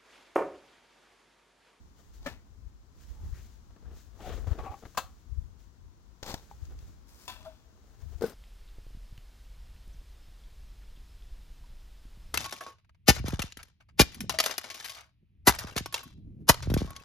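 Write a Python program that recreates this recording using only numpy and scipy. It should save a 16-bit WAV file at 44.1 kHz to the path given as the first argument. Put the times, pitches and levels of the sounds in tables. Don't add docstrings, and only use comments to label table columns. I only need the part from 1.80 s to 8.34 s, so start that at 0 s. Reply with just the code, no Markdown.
import sys
import numpy as np
from scipy import signal
from scipy.fft import rfft, irfft
from scipy.io import wavfile
from scipy.ndimage import uniform_filter1d

SR = 44100
rng = np.random.default_rng(int(sys.argv[2]) if len(sys.argv) > 2 else 0)


def master(y):
    cut = np.clip(np.atleast_2d(y).T, -1, 1)
    pcm = np.round(cut * 32767)
    wavfile.write(sys.argv[1], SR, pcm.astype(np.int16))


N = 288369
TIME = np.arange(N) / SR
MAT_LAG_S = .00012

# peak_s, level_db, rise_s, fall_s
SWISHES = [(.185, -66.5, 0.023, 0.14), (.345, -64.5, .015, 0.059), (1.25, -64, 0.0815, 0.131),
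           (1.56, -63, 0.15, 0.205), (2.19, -62.5, 0.058, 0.098), (2.51, -56.5, 0.12, 0.113),
           (2.68, -60.5, 0.034, 0.088), (2.82, -63.5, 0.088, 0.55), (3.8, -71, 0.0183, 0.083),
           (4.6, -66, 0.052, 0.427), (4.84, -67, 0.0195, 0.074), (5.0, -65.5, 0.043, 0.18),
           (6.39, -67, 0.4, .05)]
# freq_hz, gain_db
NYLON_EQ = [(880, -20), (1500, -2.5), (2360, -8), (2580, -8), (3330, -6), (5730, -6), (6640, -3.5),
            (9010, -15.5), (15000, -13), (15800, -10)]
# peak_s, level_db, rise_s, fall_s
DRAGS = [(.2, -58, .02, 0.0184), (1.52, -63.5, 0.26, 0.123), (2.08, -58, 0.056, 0.098),
         (2.515, -48.5, 0.14, 0.1), (2.72, -46, 0.1, 0.12), (2.87, -44.5, 0.096, 0.0756),
         (4.95, -64, 0.37, 0.21), (6.33, -63, 0.39, 0.19)]
# start_s, level_db, t60_s
TUGS = [(1.904, -57, .05), (1.961, -50, 0.036), (2.024, -55.5, 0.025), (2.403, -44.5, 0.065),
        (2.46, -43, 0.04), (2.492, -39.5, 0.25), (2.575, -40, 0.041), (2.669, -40, 0.11),
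        (2.785, -39, 0.087), (3.02, -50, 0.23), (3.052, -38, 0.044)]
# freq_hz, gain_db
CANVAS_EQ = [(110, 3.5), (180, -0.5), (300, 0.5), (450, 2.5), (590, -4), (730, -2.5), (930, -10),
             (1250, -8), (1600, -12.5), (1850, -14), (2300, -21), (3400, -22.5), (6800, -34.5),
             (9000, -52.5)]


def rucksack(catch_db=3.0, tug_rise_s=.0021):
    catching_db = catch_db * walk(55)
    slide = strokes(SWISHES) * undb(-2.5 + .47 * catching_db)
    nylon = colour(crinkle(spread_db=1.08) * slide, NYLON_EQ)
    drag = strokes(DRAGS) * undb(-3 + catching_db + 1.4 * walk(170))
    tugs = bursts([(s, db, tug_rise_s, t60) for s, db, t60 in TUGS], tail_db=-32, tail_t60=.2)
    canvas = colour(crinkle(spread_db=2) * np.hypot(drag, tugs), CANVAS_EQ)
    return nylon + canvas


# start_s, level_db, rise_s, t60_s
SCRAPES = [(2.786, -43, 0.0029, 0.207), (2.835, -41.5, 0.03, 0.165), (2.864, -47.5, 0.0096, 0.175),
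           (2.908, -46.5, 0.0093, 0.16), (2.936, -42, 0.0061, 0.0187)]
# freq_hz, gain_db
SCRAPE_EQ = [(350, -35), (560, -4), (660, -12), (800, 3), (960, -13), (1130, 0), (1320, -19), (1650, -27.5),
             (2500, -19), (3400, -42), (9000, -47.5)]


def scrape():
    return colour(crinkle(spread_db=0) * bursts(SCRAPES, tail_db=-31, tail_t60=.15), SCRAPE_EQ)


# start_s, length_s, from_hz, to_hz, width_hz, level_db
SQUEAKS = [(1.251, 0.32, 879, 856, 150, -73), (1.509, 0.12, 1453, 2370, 900, -65),
           (2.04, 0.0323, 1195, 1736, 130, -67), (2.385, .17, 770, 657, 146, -49),
           (2.387, 0.21, 2396, 3066, 1810, -57.5)]


def squeaks():
    out = np.zeros((2, N))
    for s, length, from_hz, to_hz, width_hz, db in SQUEAKS:
        start, count = int(s * SR), int(length * SR)
        phase = 2 * np.pi * np.cumsum(np.linspace(from_hz, to_hz, count)) / SR
        lowpass = signal.butter(2, width_hz / 2, fs=SR, output="sos")
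        grip = signal.sosfilt(lowpass, rng.standard_normal((2, 2, SR // 2)))[..., -count:]
        tone = unit(grip[0] * np.cos(phase) + grip[1] * np.sin(phase))
        out[:, start:start + count] += undb(db) * np.sqrt(np.hanning(count)) * tone
    return out


# start_s, level_db, rise_s, t60_s
SNAPS = [(3.147, -57, 0.00223, 0.045), (3.1715, -28, 0.005, 0.066)]
# freq_hz, gain_db
BUCKLE_EQ = [(150, -17.5), (430, -18.5), (530, -8.5), (650, -10.5), (760, -3.5), (890, -13), (1030, -6.5),
             (1150, -2.5), (1280, -6), (1420, -9.5), (1540, -15), (1850, -20), (4200, -17.5), (5400, -24.5),
             (6800, -18.5), (9200, -32), (15500, -26.5)]
# pitch_hz, gain_db, t60_s
BUCKLE_MODES = [(780, -18.5, 0.1), (1030, 3.5, 0.054), (1256, -19, 0.045), (1590, -4, 0.0934),
                (2640, -12, 0.13), (4090, -18, 0.19), (4270, -24, 0.232)]


def buckle():
    crack = colour(rng.standard_normal((2, N)) * bursts(SNAPS, tail_db=-11, tail_t60=.26), BUCKLE_EQ)
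    releases = [(s + rise / 2, db) for s, db, rise, _ in SNAPS]
    return crack + ring(releases, BUCKLE_MODES)


# start_s, ring_db, scuff_db, scuff_t60_s
KNOCKS = [(6.409, -37.5, -42.5, 0.017), (6.42, -20, -38.5, 0.074), (6.4395, -21.5, -47, 0.063),
          (6.452, -47, -45.5, 0.263), (6.495, -66, -46, 0.0445)]
# pitch_hz, gain_db, t60_s
HOLLOW_MODES = [(216.2, -16.5, 0.16), (387, -8, 0.068), (450, 1, 0.065), (598, -14, 0.02),
                (736, -19.5, 0.065), (1380, -27.5, .1), (1489, -26, 0.11)]
# freq_hz, gain_db
SCUFF_EQ = [(100, -16), (210, 3.5), (400, -2.5), (750, -8.5), (1100, -12), (1500, -11.5), (2300, -19),
            (4500, -19.5), (7000, -25), (9500, -31.5), (14500, -29.5)]
# start_s, level_db
JINGLES = [(6.412, -68), (6.423, -51.5), (6.453, -60.5), (6.463, -50.5), (6.496, -55)]
# pitch_hz, gain_db, t60_s
JINGLE_MODES = [(5060, -7, 0.34), (8150, -8.5, .1), (8600, -10, 0.14), (10670, -11, 0.11),
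                (11810, -9, 0.174), (13850, -6, 0.11), (14200, -6, .1)]


def hollow_container():
    knocks = struck(KNOCKS, HOLLOW_MODES, SCUFF_EQ, rise_s=.00216, tail_db=-12, tail_t60=.47, buzz_db=2.4)
    return knocks + ring(JINGLES, JINGLE_MODES)


# start_s, ring_db, rattle_db, rattle_t60_s
TIN_HITS = [(5.479, -38, -44.5, 0.137), (5.608, -57, -71, .05), (5.648, -54.5, -63.5, 0.31)]
# pitch_hz, gain_db, t60_s
TIN_MODES = [(646, -15, 0.253), (745.3, -13, 0.17), (998, -3, 0.166), (1020, -10.5, 0.138),
             (1335, -17, .15), (1550, -16, 0.354), (1746, -14.5, 0.245), (2680, -12.5, 0.264),
             (3450, -5.5, 0.13), (3850, -25.5, .12), (4730, -11, .14), (4960, -23, 0.16), (6900, -14, 0.09),
             (8820, -13, 0.062), (12500, -23.5, 0.09), (12000, -22.5, 0.13)]
# freq_hz, gain_db
RATTLE_EQ = [(450, -15), (700, -7), (1000, -5), (1700, -11), (2150, -10), (2650, -4), (3050, -9),
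             (3450, -2), (3700, -6.5), (5000, -10.5), (8500, -19.5), (10200, -24), (12000, -17.5),
             (15500, -23)]
# start_s, level_db, rise_s, t60_s
NUDGES = [(5.55, -60, 0.0083, 0.9), (5.645, -48, 0.0135, 0.22)]
# freq_hz, gain_db
CAVITY_EQ = [(400, -44), (575, -31), (640, 3), (700, -20), (780, -16.5), (950, -18), (1150, -22),
             (1350, -20), (2200, -45), (6000, -50.5)]


def tin(rock_gap_s=.019, rock_loss_db=5):
    s, ring_db, rattle_db, t60 = TIN_HITS[0]
    rocks = [(s + k * rock_gap_s, ring_db - k * rock_loss_db, rattle_db - k * rock_loss_db, t60)
             for k in range(1, 5)]
    clank = struck(TIN_HITS + rocks, TIN_MODES, RATTLE_EQ,
                   rise_s=.00084, tail_db=-13, tail_t60=.94, buzz_db=2)
    hum = colour(crinkle(spread_db=2) * bursts(NUDGES, tail_db=-25, tail_t60=.2), CAVITY_EQ)
    return clank + hum


# start_s, level_db, rise_s, t60_s
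THUDS = [(.4595, -40, 0.0029, 0.06), (.463, -38.5, 0.00082, 0.063), (.47, -42, 0.0022, 0.042)]
# freq_hz, gain_db
BUNDLE_EQ = [(100, -9), (190, -4.5), (270, -3), (370, -9), (470, -8), (590, -9), (780, -8), (1100, -10.5),
             (1400, -9), (1780, -9.5), (2300, -10.5), (4500, -19.5), (7000, -26.5), (9500, -34.5),
             (15500, -32)]
# pitch_hz, gain_db, t60_s
THUD_MODES = [(258, 3.5, 0.0465), (578, 3.5, 0.055), (1777, -2, 0.11)]


def bundle():
    thud = colour(crinkle(spread_db=2) * bursts(THUDS, tail_db=-8.5, tail_t60=.29), BUNDLE_EQ)
    return thud + ring(THUDS, THUD_MODES)


# peak_s, level_db, rise_s, fall_s
COLLAPSES = [(.485, -54.5, 0.058, 0.0568), (4.497, -40, 0.038, 0.044)]
# start_s, level_db, rise_s, t60_s
CRUMPLES = [(4.428, -45.5, 0.0015, 0.121), (4.54, -35.5, 0.0017, 0.022)]
# freq_hz, gain_db
SACK_EQ = [(90, 4.5), (160, -2), (350, -1), (560, 0.5), (660, -2.5), (830, 2), (1100, -5.5), (1700, -9.5),
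           (2700, -13.5), (3800, -8), (5000, -10.5), (7000, -14.5), (10200, -28.5), (12500, -19.5),
           (15800, -26)]


def stuff_sack():
    folds = strokes(COLLAPSES) * undb(.76 * walk(220))
    landing = bursts(CRUMPLES, tail_db=-11.5, tail_t60=.27)
    return colour(crinkle(spread_db=2.5) * np.hypot(folds, landing), SACK_EQ)


# start_s, level_db
CREASES = [(4.432, -39.5), (4.463, -43.5), (4.515, -40), (4.852, -53), (4.989, -53), (5.628, -55)]
# freq_hz, gain_db
CREASE_EQ = [(400, -5), (1100, -0.5), (2500, -2), (4000, -3), (7000, -1), (9500, -22), (15500, -29.5)]


def creases(rise_s=.0013, t60_s=.011):
    flips = bursts([(s, db, rise_s, t60_s) for s, db in CREASES], tail_db=-27, tail_t60=.235)
    return colour(rng.standard_normal((2, N)) * flips, CREASE_EQ)


# start_s, level_db
TAPS = [(4.7125, -42.5)]
# pitch_hz, gain_db, t60_s
TAP_MODES = [(826.4, -4.5, 0.091), (885, 0, 0.034), (2300, -12, .015)]


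def tap():
    return ring(TAPS, TAP_MODES)


# peak_s, level_db, rise_s, fall_s
SLIPS = [(5.3, -63.5, 0.025, 0.086), (5.43, -59.5, 0.079, .07)]
# freq_hz, gain_db
SLEEVE_EQ = [(1200, 0), (3000, -5.5), (5000, 0), (7000, -3.5), (9000, -8), (11000, -8), (15500, -7.5)]


def sleeve():
    return colour(crinkle(spread_db=2), SLEEVE_EQ) * strokes(SLIPS)


# peak_s, level_db, half_length_s, left_minus_right_db
GUSTS = [(0.0, -55.5, 0.055, 4.5), (0.465, -53.5, 0.195, 4), (0.805, -57.5, 0.17, 1.5),
         (1.496, -45.5, 0.2056, 1.5), (1.913, -50.5, 0.028, -14), (2.091, -48.5, 0.0655, 2),
         (2.604, -45, 0.22, 9), (3.3, -56, 0.13, -10), (3.58, -46.5, 0.1, 21), (4.049, -51, 0.067, 3),
         (4.556, -56.5, 0.087, 9), (4.962, -47.5, .17, 0), (6.313, -51, 0.16, 19)]
# freq_hz, gain_db
RUMBLE_EQ = [(15, -40), (30, -7), (55, 4), (90, -3.5), (150, -19), (300, -34), (700, -61)]
# centre_s, level_db, pitch_hz, left_minus_right_db
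EDDIES = [(0.871, -35.5, 62, 31), (1.313, -34, 57, -30), (1.438, -31, 74.3, 10.5), (1.531, -28, 54.4, 22),
          (2.682, -22.5, 81.3, 16), (2.72, -19, 71.4, 25), (2.799, -34, 53.6, -20.5),
          (2.904, -33.5, 69, -32), (3.529, -30, 60.9, 35), (3.588, -24, 64, 39), (4.832, -31.5, 72.4, 37),
          (6.359, -35, 57.4, 32.5)]


def breeze(calm_db=-62.5, calm_pan_db=3.5, flutter_db=3.4, eddy_cycles=.715):
    power = (undb(calm_db) * pan(calm_pan_db)) ** 2
    for s, db, half_s, pan_db in GUSTS:
        power = power + (strokes([(s, db, half_s, half_s)]) * pan(pan_db)) ** 2
    flutter = undb(3.5 + flutter_db * np.array([walk(14), walk(18)]))
    out = colour(rng.standard_normal((2, N)), RUMBLE_EQ) * np.sqrt(power) * flutter
    for s, db, hz, pan_db in EDDIES:
        near = np.abs(TIME - s) < .1
        cycles = (TIME[near] - s) * hz
        swing = np.sin(2 * np.pi * cycles) / np.cosh(2 * cycles / eddy_cycles)
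        out[:, near] += undb(db) * pan(pan_db) * swing
    return out


# freq_hz, gain_db
FOREST_EQ = [(71, -22), (120, -13.5), (200, -13.5), (272, -15.5), (426, -23), (544, -26.5), (615, -30.5),
             (667, -26.5), (724, -29), (1000, -26.5), (2410, -39), (4360, -37.5), (6700, -37),
             (9290, -49.5), (15800, -47.5)]


def forest(level_db=-66, swell_db=.8):
    hiss = colour(rng.standard_normal((2, N)), FOREST_EQ) * undb(level_db + swell_db * walk(2.6))
    return ports(hiss, scatter_hz=610)


def struck(hits, modes, eq, rise_s, tail_db, tail_t60, buzz_db):
    chatter = bursts([(s, db, rise_s, t60) for s, _, db, t60 in hits], tail_db, tail_t60)
    buzz = unit(undb(buzz_db * walk(350)))
    return ring(hits, modes) * buzz + colour(crinkle(spread_db=1.5) * chatter, eq)


def ring(blows, modes, spread_db=2.7):
    out = np.zeros((2, N))
    for s, db, *_ in blows:
        start = int(s * SR)
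        t = TIME[:min(N - start, SR // 2)]
        for hz, mode_db, t60 in modes:
            detune, spot = rng.standard_normal(2)
            cycles = hz * t * (1 + .0101 * detune)
            gain = undb(db + mode_db + spread_db * spot * min(hz / 2000, 1))
            attack = np.minimum(2 * cycles, 1)
            decay = np.exp(-np.log(1000) * t / t60)
            out[0, start:start + len(t)] -= gain * attack * np.sin(2 * np.pi * cycles) * decay
    return out


def bursts(rows, tail_db, tail_t60):
    power = np.zeros(N)
    for s, db, rise, t60 in rows:
        start = int(s * SR)
        t = TIME[:min(N - start, SR)]
        fall = -np.log(1000) * np.maximum(t - rise, 0)
        shape = np.minimum(t / rise, 1) * (np.exp(fall / t60) + undb(tail_db) * np.exp(fall / tail_t60))
        power[start:start + len(t)] += (undb(db) * shape) ** 2
    return np.sqrt(power)


def strokes(rows):
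    power = np.zeros(N)
    for s, db, rise, fall in rows:
        away = (TIME - s) / np.where(TIME < s, rise, fall)
        power += undb(db) ** 2 * np.exp(-2 * np.minimum(away ** 2, 20))
    return np.sqrt(power)


def crinkle(spread_db):
    size = undb(spread_db * np.minimum(rng.exponential(size=N // 40 + 1), 5))
    return unit(rng.standard_normal((2, N)) * np.repeat(size, 40)[:N])


def colour(x, eq, size=8192):
    hz, db = np.transpose(eq)
    bin_hz = np.arange(size // 2 + 1) * SR / size
    log_gain = np.log(undb(np.interp(np.log(bin_hz + 1), np.log(hz), db)))
    cepstrum = irfft(log_gain)[:size // 2]
    cepstrum[1:] *= 2
    response = irfft(np.exp(rfft(cepstrum, size)))
    return signal.fftconvolve(x, response[None] / np.linalg.norm(response), axes=1)[:, :N]


def ports(pair, lag_s=0., scatter_hz=6000, left_db=5.6):
    hz = np.arange(N // 2 + 1) * SR / N
    mid, side = rfft(pair)
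    side = side * np.tanh(hz / scatter_hz)
    gain = undb(np.array([[left_db], [-left_db]]) / 2)
    delay = np.exp(-2j * np.pi * hz * lag_s)
    return gain * irfft(np.array([mid + side, (mid - side) * delay]), N)


def pan(db):
    left = 2 / (1 + undb(-np.atleast_1d(db)))
    return np.array([left, 2 - left])


def walk(rate_hz):
    hold = int(SR / rate_hz)
    steps = np.repeat(rng.standard_normal(N // hold + 1), hold)
    return unit(uniform_filter1d(uniform_filter1d(steps, hold), hold)[:N])


def undb(db):
    return 10 ** (np.asarray(db) / 20)


def unit(x):
    return x / np.sqrt(np.mean(x ** 2))


def scene():
    pack = rucksack() + scrape() + squeaks() + buckle() + hollow_container()
    mat = tin() + bundle() + stuff_sack() + creases() + tap() + sleeve()
    return ports(pack) + ports(mat, MAT_LAG_S) + breeze() + forest()


def record(dry):
    cutoff_hz = 15900
    return signal.sosfilt(signal.ellip(10, .2, 80, cutoff_hz, fs=SR, output="sos"), dry)


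dry = scene()
out = record(dry)
master(out)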